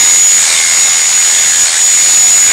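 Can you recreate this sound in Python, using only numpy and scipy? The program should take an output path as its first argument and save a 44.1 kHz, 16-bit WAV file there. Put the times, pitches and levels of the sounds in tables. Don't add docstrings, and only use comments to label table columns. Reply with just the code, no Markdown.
import sys
import numpy as np
from scipy import signal
from scipy.fft import rfft, irfft, next_fast_len
from scipy.io import wavfile
from scipy.ndimage import uniform_filter1d, minimum_filter1d, map_coordinates

SR = 44100
rng = np.random.default_rng(int(sys.argv[2]) if len(sys.argv) > 2 else 0)


def transcribe(signal):
    frames = np.atleast_2d(signal).T
    limited = np.clip(frames, -1, 1)
    pcm = np.round(limited * 32767).astype(np.int16)
    wavfile.write(sys.argv[1], SR, pcm)


def makeup_ratio(level_db):
    decades = np.asarray(level_db, float) / 20
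    return 10 ** decades


N = 111132

# t/s, f/Hz
MOTOR_SPEED = [(0, 6813), (0.12, 6837), (0.3, 6852), (0.45, 6858), (0.62, 6853), (0.77, 6827), (0.89, 6856),
               (1.0, 6848), (1.1, 6850), (1.22, 6835), (1.3, 6837), (1.4, 6821), (1.58, 6828), (1.75, 6847),
               (1.88, 6871), (2.08, 6861), (2.28, 6879), (2.52, 6877)]
# t/s, whistle level/dB, air rush level/dB
FAN_FACING = [(0.0, -11, 1), (0.36, -11, 2.5), (0.52, -25, 3), (0.6, -19.5, 2), (0.83, -13.5, 0.5),
              (1.03, -17.5, -0.5), (1.24, -14, -1), (1.58, -15.5, 1), (1.63, -10.5, 1), (1.7, -28, 0.5),
              (1.82, -12.5, 1), (2.08, -13, 2.5), (2.2, -9.5, 1), (2.43, -10.5, 2.5), (2.52, -15.5, 1)]
# t/s, pinion level/dB, housing resonance f/Hz, cutter level/dB
CUTTING_HEAD = [(0, -23, 2100, 3), (.15, -21.5, 2000, 0), (.34, -30, 2220, 0), (.44, -21, 2440, 1),
                (.53, -16.5, 2430, 1.5), (.62, -21.5, 2130, 0), (.8, -24, 2120, 0), (.9, -26, 2080, 0.5),
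                (1.05, -27, 2050, -0.5), (1.2, -32, 2140, 0), (1.4, -28, 2120, 0), (1.52, -28, 2130, -0.5),
                (1.62, -44, 2100, 0.5), (1.8, -34, 2020, -1), (2, -28, 2170, 0), (2.15, -30.5, 2110, 1.5),
                (2.35, -25.5, 2100, 1), (2.52, -24.5, 2100, 0.5)]
# order [per shaft turn], level/dB
SHAFT_ORDERS = [(10, -40), (12, -44.5), (13, -34), (17, -42)]
# order [per crank turn, two strokes], level/dB
CRANK_ORDERS = [(15, -49), (19, -44), (26, -48)]
MESH_SIDEBANDS = [.12, .2, .6, 1, .7, .5, .35]
# f/Hz, level/dB [per Hz]
SCRAPE_COLOUR = [(35, -40), (70, -31), (260, -25), (780, -9), (1400, -8), (2100, -2), (2700, -4.5),
                 (3500, -2.5)]
# f/Hz, level/dB [per Hz]
AIR_COLOUR = [(7400, 1), (8260, 0.5), (9190, -8), (10300, -10), (12100, -25), (15700, -41)]
# f/Hz, level/dB [per Hz]
EDGE_COLOUR = [(30, -2), (120, 2), (400, 2), (900, -23), (8500, -25), (11000, 3), (12500, -2.5),
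               (15700, -5)]
# f/Hz, width [Hz], level/dB
BLADE_MODES = [(830, 227, -11), (1700, 150, -1), (3600, 325, 1.5), (5180, 970, 3), (8100, 730, -8.5)]
# f/Hz, t60 [s]
SHED_DECAY = [(200, 0.32), (2000, 0.75), (10000, 0.13)]
# t/s, length [s], f/Hz, level/dB
WOOL_BITES = [(0.057, 0.11, 1700, -34), (.3, 0.024, 7500, -19), (0.413, 0.046, 7700, -18),
              (0.565, 0.045, 3600, -20), (1.02, 0.017, 4850, -27), (1.31, 0.025, 1742, -24),
              (1.35, 0.011, 3680, -20), (1.393, 0.012, 3590, -20), (1.487, 0.02, 3950, -32),
              (1.543, 0.08, 1700, -24), (1.69, .015, 4350, -19), (2.324, 0.017, 4000, -21),
              (2.476, 0.11, 1624, -26), (2.47, .04, 3700, -27)]

FAN_BLADES, PINION_TEETH, TURNS_PER_STROKE = 16, 5, 5.25
STROKE_START = 0.03


def unit(x):
    return x / np.sqrt(np.mean(x ** 2) + 1e-20)


def along(points, hz):
    f, v = np.transpose(points)
    return np.interp(np.log(hz + 1), np.log(f + 1), v)


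def curves(rows):
    s, *cols = np.transpose(rows)
    return [np.interp(np.arange(N) / SR, s, c) for c in cols]


def wobble(rate):
    knots = rng.standard_normal(int(N * 200 / SR) + 4)
    return map_coordinates(knots, [np.arange(N) * min(rate, 200) / SR])


def sine(cycles, unrest=0):
    return np.sin(2 * np.pi * cycles + unrest)


def filtered(x, response):
    m = next_fast_len(N + SR // 2)
    return irfft(rfft(x, m) * response(np.fft.rfftfreq(m, 1 / SR)), m)[..., :N]


def coloured(x, colour):
    return unit(filtered(x, lambda hz: makeup_ratio(along(colour, hz))))


def patchy(patchy_db):
    z = signal.stft(rng.standard_normal(N), nperseg=512)[2]
    field = uniform_filter1d(rng.standard_normal(z.shape), size=7, axis=0)
    field = uniform_filter1d(field, size=12, axis=1)
    return signal.istft(z * makeup_ratio(patchy_db * unit(field)), nperseg=512)[1][:N]


def swell(strokes, depth_db, lag):
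    return makeup_ratio(depth_db * np.cos(2 * np.pi * (strokes - lag)))


def shed(x):
    hz, t, z = signal.stft(rng.standard_normal(SR // 2), SR, nperseg=256)
    decay = makeup_ratio(-60 * t / along(SHED_DECAY, hz)[:, None])
    tail = signal.istft(z * decay, SR, nperseg=256)[1]
    return signal.fftconvolve(x, tail / np.linalg.norm(tail))[:N]


def edge_hiss():
    level_db, follows = -33, 0.82
    whistle_db, _ = curves(FAN_FACING)
    air = coloured(patchy(patchy_db=1.4), EDGE_COLOUR)
    return makeup_ratio(level_db + follows * (whistle_db - whistle_db.mean())) * air


def motor_hum(turns):
    sway_db, overtone, overtone_db = 2.5, 31, -36
    crank = [(k / TURNS_PER_STROKE / 2, db) for k, db in CRANK_ORDERS]
    hum = 0
    for order, db in list(SHAFT_ORDERS) + crank:
        level = makeup_ratio(db + sway_db * wobble(14))
        hum = hum + level * sine(order * turns, 0.89 * wobble(30.7))
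    whistle_db, _ = curves(FAN_FACING)
    level = makeup_ratio(whistle_db + overtone_db + 1.9 * wobble(12.6))
    return np.sqrt(2) * (hum + level * sine(overtone * turns, 1.3 * wobble(60)))


def wool_bites(strokes):
    waver = 1.1
    t = np.arange(N) / SR
    squeals = 0
    for s, length, hz, db in WOOL_BITES:
        bell = np.exp(-2 * ((t - s) / length) ** 2)
        squeals = squeals + makeup_ratio(db) * bell * sine(hz * t, waver * wobble(190))
    return squeals * swell(strokes, depth_db=7.5, lag=0.055)


def pinion(turns, strokes):
    mesh_db, mesh_lag, width_hz = 2, 0.15, 140
    level_db, centre_hz, _ = curves(CUTTING_HEAD)
    speed = np.gradient(turns) * SR
    tone = 0
    for k in range(-3, 4):
        hz = speed * (PINION_TEETH + k / TURNS_PER_STROKE)
        resonance = 1 / np.hypot(1, (hz - centre_hz) / width_hz)
        size = MESH_SIDEBANDS[k + 3] * makeup_ratio(0.5 * wobble(10.9)) * resonance
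        tone = tone + size * sine(PINION_TEETH * turns + k * (strokes - mesh_lag))
    return makeup_ratio(level_db + mesh_db) * tone


def blade_ring(f):
    top_hz = 7400
    ring = 0
    for k, (centre, width, db) in enumerate(BLADE_MODES):
        mode = 1j * f * width / (centre * centre - f * f + 1j * f * width)
        ring = ring + (-1) ** k * makeup_ratio(db) * mode
    return ring / (1 + 1j * f / top_hz) ** 4


def clatter(strokes):
    ends = np.flatnonzero(np.diff(np.floor(strokes)))
    draw = rng.standard_normal((300, 4, 2))[:len(ends)]
    at = ends[:, None] + 0.0013 * SR * draw[..., 0]
    at = np.clip(at, 0, N - 1).astype(int)
    force = makeup_ratio(2.8 * draw[..., 1]) * np.sign(draw[:, ::-1, 0])
    knocks = np.bincount(at.ravel(), force.ravel(), N)
    return unit(filtered(knocks, blade_ring))


def cutter(strokes):
    scrape_db, clatter_db = -17.5, -24.5
    *_, level_db = curves(CUTTING_HEAD)
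    colour = list(SCRAPE_COLOUR) + [(6000, -5.5), (8000, -18), (12000, -32)]
    scrape = coloured(patchy(patchy_db=1.5) * swell(strokes, depth_db=2.0, lag=0.011), colour)
    return makeup_ratio(level_db) * (makeup_ratio(scrape_db) * scrape + makeup_ratio(clatter_db) * clatter(strokes))


def fan(turns, strokes):
    whistle_gain_db, rush_gain_db = 3.5, -15.5
    whistle_db, rush_db = curves(FAN_FACING)
    level = makeup_ratio(whistle_db + whistle_gain_db + 0.6 * wobble(26.25))
    whistle = level * sine(FAN_BLADES * turns, 0.24 * wobble(55))
    colour = [(3000, -28.5), (5600, -9.5), (6600, 2.0)] + list(AIR_COLOUR)
    rush = coloured(patchy(patchy_db=1.5) * swell(strokes, depth_db=2.2, lag=-0.021), colour)
    return np.sqrt(2) * whistle + makeup_ratio(rush_gain_db + rush_db) * rush


def scene():
    whistle_hz, = curves(MOTOR_SPEED)
    turns = np.cumsum(uniform_filter1d(whistle_hz, size=1500)) / FAN_BLADES / SR
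    strokes = turns / TURNS_PER_STROKE + STROKE_START
    blades = wool_bites(strokes) + cutter(strokes)
    motor = edge_hiss() + motor_hum(turns) + pinion(turns, strokes) + fan(turns, strokes)
    return (motor + blades + makeup_ratio(-13.5) * shed(blades))[None]


def band_limit(x):
    return signal.sosfilt(signal.butter(12, 16330, fs=SR, output="sos"), x)


def record(dry):
    gain_db, ceiling, hardness, top_hz = 1.42, 0.745, 15, 15720
    x = makeup_ratio(gain_db) * dry
    need = (1 + np.abs(x / ceiling) ** hardness) ** (-1 / hardness)
    held = x * uniform_filter1d(minimum_filter1d(need, size=3), size=3)
    mix = filtered(held, lambda hz: hz < top_hz)
    return band_limit(mix)


dry = scene()
out = record(dry)
transcribe(out)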